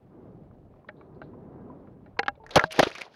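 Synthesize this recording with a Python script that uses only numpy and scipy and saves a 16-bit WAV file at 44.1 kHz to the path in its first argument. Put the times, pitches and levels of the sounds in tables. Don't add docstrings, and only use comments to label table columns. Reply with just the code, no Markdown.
import sys
import numpy as np
from scipy import signal
from scipy.fft import rfft, irfft
from scipy.io import wavfile
from scipy.ndimage import uniform_filter1d

SR = 44100
rng = np.random.default_rng(int(sys.argv[2]) if len(sys.argv) > 2 else 0)


def put_to_file(sound):
    columns = np.atleast_2d(sound).T
    safe = np.clip(columns, -1, 1)
    whole_steps = np.round(safe * 32767)
    wavfile.write(sys.argv[1], SR, whole_steps.astype(np.int16))


def natural_amplitude(level_db):
    exponent = np.asarray(level_db, float) / 20
    return 10 ** exponent


N = 138915


def rms_one(x):
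    return x / np.sqrt(np.mean(x ** 2) + 1e-20)


def in_time(rows):
    s, *columns = np.transpose(rows)
    return [np.interp(np.arange(N) / SR, s, column) for column in columns]


def at_hz(points, hz):
    point_hz, point_db = np.transpose(points)
    return np.interp(np.log(hz), np.log(point_hz), point_db)


def drift(rate):
    r = np.exp(-80 * np.pi * rate / SR)
    slow = signal.lfilter([1], [1, -2 * r, r * r], rng.standard_normal(N // 40 + 2002))
    slow = rms_one(slow[2000:])
    return np.interp(np.arange(N) / 40, np.arange(len(slow)), slow)


def filtered(x, order, hz, kind="low"):
    return signal.sosfilt(signal.butter(order, hz, kind, fs=SR, output="sos"), x)


def ring(force, hz, t60):
    r, w = natural_amplitude(-60 / (t60 * SR)), 2 * np.pi * hz / SR
    return signal.lfilter([0, np.sin(w)], [1, -2 * r * np.cos(w), r * r], force + 1e-18)


def add(out, s, sound):
    i = int(s * SR)
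    out[i:i + len(sound)] += sound[:N - i]


def strikes(events, modes, width, tilt_db, grit_hz, attack_s):
    case_spread_db, grit_fade_db_per_s = 2.0, 1496
    soft_contact = 2.61
    out, t = np.zeros(N), np.arange(SR // 4) / SR
    first_touch = t == t[40]
    grit = rng.standard_normal((len(events), len(t)))
    spread = rng.standard_normal((len(events), len(modes) + 1))
    for (s, db, hz, t60, last_db), rough, chance in zip(events, grit, spread):
        force = rough * natural_amplitude(-60 * t / max(t60, .003)) * np.minimum(t / attack_s, 1)
        crack = ring(force, hz, 6.84 / (width * hz))
        dull = filtered(force * natural_amplitude(-grit_fade_db_per_s * t), 3, grit_hz)
        grit_db = tilt_db if modes else last_db
        sound = crack / np.abs(crack).max() + natural_amplitude(grit_db) * dull / np.abs(dull).max()
        if modes:
            body = np.zeros(len(t))
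            for (mode_hz, mode_db, mode_t60), luck in zip(modes, chance):
                body += natural_amplitude(mode_db + case_spread_db * luck) * ring(first_touch, mode_hz, mode_t60)
            sound = sound + natural_amplitude(last_db) * body / np.abs(body).max()
            sound = filtered(sound, 4, min(grit_hz, soft_contact * hz))
        add(out, s, natural_amplitude(db) * sound)
    return filtered(out, 2, 260, "high")


def wind():
    # time in seconds, level in dB, brightness in dB per octave.
    gusts = [(0, -61.5, -9), (.12, -52, 5), (.23, -45.5, 3.5), (.5, -49, -1), (.8, -57.5, -1.5),
             (1.0, -50, 5), (1.25, -47, 2.5), (1.6, -44.5, 4.5), (1.9, -46.5, 3), (2.08, -46.5, 0),
             (2.13, -54.5, -5), (2.4, -54, -5.5), (2.7, -62, -4.5), (2.95, -61.5, -1), (3.15, -62.5, 6)]
    # pitch in Hz, level in dB per Hz.
    wind_colour = [(15, -36), (25, 5), (147, 7.5), (408, -0.5), (477, -8.5), (545, -12.5), (650, -13),
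                   (1290, -30), (5000, -128), (6500, -99), (11000, -120)]
    patchy_db = .8
    level_db, tilt_db = in_time(gusts)
    out, shared, white = 0, drift(7.0), rng.standard_normal((2, N))
    edges = 20 * 2 ** np.arange(0, 8.4, 1 / 3)
    for k, (low, high) in enumerate(zip(edges, edges[1:])):
        band = filtered(white[k % 2], 2, [low, high], "band")
        hz = np.sqrt(low * high)
        lumps_db = patchy_db * (.35 * shared + drift(9.0))
        out = out + band * natural_amplitude(at_hz(wind_colour, hz) + tilt_db * np.log2(hz / 250) + lumps_db)
    out = filtered(out, 4, 2050)
    return natural_amplitude(level_db) * out / np.sqrt(uniform_filter1d(out ** 2, size=30000))


def rigging_ticks():
    # start in seconds, peak in dB, contact pitch in Hz, contact t60 in seconds, ring in dB.
    ticks = [(.51, -56, 1180, .02, -4), (.737, -54, 1120, 0.016, -8), (.844, -48.5, 1010, 0.021, -17),
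             (.8853, -45.5, 3800, 0.0093, -5), (.8875, -27.5, 1730, 0.025, -3.5),
             (.965, -66, 4000, 0.43, -10), (1.0095, -43, 1190, 0.02, -0.5), (1.145, -67, 4450, .15, -6),
             (1.2158, -37.5, 1560, 0.037, 2.5), (1.228, -61, 4100, 0.23, 8), (1.334, -48, 1000, 0.043, -21),
             (1.871, -51, 1290, 0.047, -4), (2.06, -55, 1810, 0.092, 10), (2.167, -43, 1000, 0.042, -13),
             (2.353, -56.5, 3600, 0.032, 4.5), (2.436, -40, 834, 0.031, -6), (2.437, -56.5, 4180, .04, -22)]
    # pitch in Hz, level in dB, t60 in seconds.
    lid = [(612, 26.5, 0.087), (825, 24, 0.067), (1000, 4, 0.081), (1417, 20, .04), (1650, 8.5, 0.11),
           (2270, 15.5, 0.039), (2710, 6, 0.044), (4000, 8, 0.03)]
    return strikes(ticks, lid, width=0.41, tilt_db=-39, grit_hz=4100, attack_s=0.0014)


def drag():
    # time in seconds, level in dB, brightness in dB per octave.
    scrape = [(2.44, -63.5, -10.5), (2.49, -54.5, -9.5), (2.55, -25.5, -2), (2.6, -22, -5.5),
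              (2.672, -36.5, 0), (2.69, -57, -2), (2.708, -39, 6.5), (2.727, -27, 16.5),
              (2.74, -28.5, -0.5), (2.8, -15, 5.5), (2.86, -19.5, 1), (2.9, -29, -0.5), (2.965, -34.5, 2.5),
              (3.0, -29.5, -0.5), (3.02, -26, 4), (3.07, -38.5, -4), (3.09, -46, -2.5), (3.15, -42, 2)]
    # pitch in Hz, level in dB per Hz.
    scrape_colour = [(250, -15), (620, 5), (1200, -7), (1800, -6), (2770, -7.5), (4700, -7), (6500, -40),
                     (7800, -28.5)]
    grains_per_s, grain_spread_db, grain_cycles = 16000, 2.8, 9.0
    level_db, tilt_db = in_time(scrape)
    sizes = natural_amplitude(grain_spread_db * np.minimum(rng.exponential(1, N), 3.5)) * rng.choice([-1, 1], N)
    clicks = sizes * (rng.random(N) < grains_per_s / SR)
    pitches, dealt = np.geomspace(300, 7500, 28), rng.integers(0, 28, N)
    patches = [natural_amplitude(3.1 * drift(25.0)) for _ in range(7)]
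    out = np.zeros(N)
    for k, hz in enumerate(pitches):
        grains = rms_one(ring(clicks * (dealt == k), hz, grain_cycles / hz))
        colour = natural_amplitude(at_hz(scrape_colour, hz) + tilt_db * np.log2(hz / 2500)) * np.sqrt(hz)
        out += colour * patches[k // 4] * grains
    out = filtered(out, 2, 280, "high")
    return natural_amplitude(level_db + 0.27 * drift(58.0)) * rms_one(out)


def stem_knocks():
    # start in seconds, peak in dB, contact pitch in Hz, contact t60 in seconds, ring in dB.
    knocks = [
        (2.1897, -20, 2570, 0.01, -6),
        (2.1918, -13.5, 2170, 0.014, 3.5),
        (2.2303, -25.5, 1480, 0.014, -4.5),
        (2.26, -40, 2920, 0.028, 11),
        (2.2808, -13.5, 1650, 0.018, 1),
    ]
    # pitch in Hz, level in dB, t60 in seconds.
    case = [(802, 0, .058), (985, -12, .04), (1362, -9, .04), (1637, -7, .038), (2148, -9, .03),
            (2735, -22, .045), (4000, -20, .025)]
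    return strikes(knocks, case, width=0.64, tilt_db=-4.5, grit_hz=4810, attack_s=0.0017)


def twig_snaps():
    # start in seconds, peak in dB, pitch in Hz, t60 in seconds, broad grit in dB.
    snaps = [(2.464, -37, 1800, 0.032, -5.5), (2.492, -41.5, 1650, 0.027, -8),
             (2.507, -34.5, 3800, 0.063, -10), (2.535, -39, 4000, 0.093, -13),
             (2.5562, -10, 3800, 0.037, -3), (2.5775, -10, 1630, 0.023, -23),
             (2.5945, -25, 2000, .025, -14), (2.6115, -23, 1590, 0.013, -23),
             (2.6395, -27, 4200, 0.017, -16), (2.708, -31.5, 3000, .06, -17), (2.72, -31, 2820, 0.064, -15),
             (2.727, -33.5, 2520, 0.032, -17), (2.744, -37, 1650, 0.029, -12),
             (2.761, -32, 2470, 0.021, -3), (2.7934, 13, 2067, 0.0088, -8), (2.812, -36, 4500, 0.081, -19),
             (2.8262, -18.5, 3070, 0.043, -12), (2.8285, -11, 1430, 0.042, -7),
             (2.834, -14, 3430, 0.029, -25), (2.85, -30, 3530, 0.022, -5), (2.872, -30, 2470, 0.04, -17),
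             (2.902, -37, 1470, 0.027, 1), (2.9138, -32.5, 2550, 0.036, -9), (2.941, -40, 2300, .025, -9),
             (2.951, -31, 2400, 0.074, -2.5), (2.9822, -33.5, 1700, 0.04, -1), (3.0025, -47, 2130, .02, -9),
             (3.011, -29.5, 2140, 0.074, -8), (3.0165, -22.5, 2350, 0.011, -4.5),
             (3.0635, -43, 990, 0.03, -11), (3.139, -48.5, 1690, .082, -8)]
    # start in seconds, peak in dB, pitch in Hz, t60 in seconds, broad grit in dB.
    splinters = [(2.558, -13, 11000, 0.034, 0), (2.569, -35, 10500, 0.03, -6),
                 (2.6395, -35.5, 10300, 0.0068, -6), (2.719, -32.5, 9550, 0.043, -10),
                 (2.725, -29, 10700, 0.027, -9), (2.887, -50, 12000, .02, -10),
                 (2.905, -58, 9500, .04, -10), (2.951, -49, 10300, 0.014, -4),
                 (2.9825, -53, 10500, 0.013, -9), (3.011, -37, 9200, .02, -13),
                 (3.0165, -36, 10100, 0.016, -18)]
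    cracks = strikes(snaps, [], width=0.55, tilt_db=0, grit_hz=7800, attack_s=0.00051)
    return cracks + strikes(splinters, [], width=1.1, tilt_db=0, grit_hz=15000, attack_s=0.00028)


def frame():
    # start in seconds, level in dB, pitch in Hz, t60 in seconds.
    ringing = [(2.192, -23.5, 468, 0.072), (2.281, -32, 264, 0.068), (2.282, -31.5, 590, 0.079),
               (2.6392, -9, 1598, 0.017), (2.6394, -12.5, 985, .018), (2.6394, -21.5, 670, 0.032),
               (2.64, -26, 250, 0.03), (2.7906, -7.5, 358, 0.061), (2.8688, -28.5, 255, 0.034),
               (2.579, -24, 1400, 0.11), (2.579, -21, 280, 0.013), (2.599, -23.5, 1358, 0.093),
               (2.612, -38, 1335, 0.069), (2.585, -30, 635, 0.21), (2.641, -38.5, 635, 0.67),
               (2.193, -31, 1050, 0.03), (.888, -48, 654, 0.046), (.889, -52, 815, .1),
               (1.216, -33, 630, 0.061), (1.7, -40, 1000, 0.057), (2.8, -15.5, 510, 0.034),
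               (2.4, -54, 440, 0.84), (2.64, -29.5, 170, 0.096), (2.4, -48, 890, 0.27),
               (3.03, -66, 685, 0.08)]
    out, t = np.zeros(N), np.arange(SR // 2) / SR
    for s, db, hz, t60 in ringing:
        attack = np.minimum(t / min(.002, t60 / 40), 1)
        add(out, s, natural_amplitude(db - 60 * t / t60) * attack * np.sin(2 * np.pi * hz * t))
    return out


def blows():
    # start in seconds, level in dB, first pitch in Hz, last pitch in Hz, length in seconds.
    hits = [
        (2.559, 3.5, 1108, 381.4, 0.017),
        (2.56, -3.5, 154.8, 124, 0.018),
        (2.573, -10, 1570, 1570, 0.0026),
        (2.594, -10.5, 1376, 1780, 0.0027),
        (2.639, -9.5, 890, 1090, 0.00047),
        (2.782, -26.5, 690, 626, 0.0051),
        (2.7903, -0.5, 488.3, 609, 0.014),
        (2.794, -18, 244, 145, 0.0071),
        (2.8294, -8.5, 490, 553, 0.0038),
        (2.868, -20.5, 450, 343, 0.0049),
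    ]
    release_s, wobble_amount, grit_db, attack_cycles = 0.0019, 0.312, -9.5, 0.21
    out, t = np.zeros(N), np.arange(SR // 10) / SR
    chance = rng.standard_normal((len(hits), 2, len(t)))
    for (s, db, first_hz, last_hz, length), (wobble, rough) in zip(hits, chance):
        glide = first_hz * (last_hz / first_hz) ** np.minimum(t / length, 1)
        slow_wobble = uniform_filter1d(uniform_filter1d(wobble, size=40), size=40)
        pitch = glide * np.exp(wobble_amount * rms_one(slow_wobble))
        attack = np.minimum(t * first_hz / attack_cycles, 1)
        shape = attack * np.exp(-np.maximum(t - length, 0) / release_s)
        tone = np.sin(2 * np.pi * np.cumsum(pitch) / SR)
        grit = natural_amplitude(grit_db) * rms_one(ring(rough, 1100, 0.00083)) * np.exp(-t / length)
        add(out, s, natural_amplitude(db) * shape * (tone + grit))
    return out


def squash(x, top, hardness):
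    return top * x / (top ** hardness + np.abs(x) ** hardness) ** (1 / hardness)


def scene():
    flight = wind() + rigging_ticks()
    shrub = drag() + stem_knocks() + twig_snaps()
    return (flight + shrub + frame() + blows())[None]


def roll_off(x):
    return signal.sosfilt(signal.butter(12, 16470, fs=SR, output="sos"), x)


def record(dry):
    native_rate, edge_hz = 16000, 6590
    loud = squash(dry, top=0.28, hardness=4.0)
    leak = natural_amplitude(-7.5) * filtered(loud, 3, [8700, 12700], "band")
    x = filtered(loud, 10, edge_hz)
    x = filtered(x, 1, 53, "high")
    mirror = rfft(2 * x * np.cos(2 * np.pi * native_rate * np.arange(N) / SR))
    khz = (np.arange(N // 2 + 1) * SR / N - native_rate / 2) / 1000
    mirror_db = -3 - 7 * khz - 0.6145 * khz ** 2
    mirror = irfft(mirror * natural_amplitude(mirror_db) * np.clip(khz / 0.48, 0, 1), N)
    x = filtered(x + mirror + leak, 6, 14800)
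    hiss = natural_amplitude(-90) * rng.standard_normal(x.shape)
    return roll_off(squash(x, top=.335, hardness=12.0) + hiss)


dry = scene()
out = record(dry)
put_to_file(out)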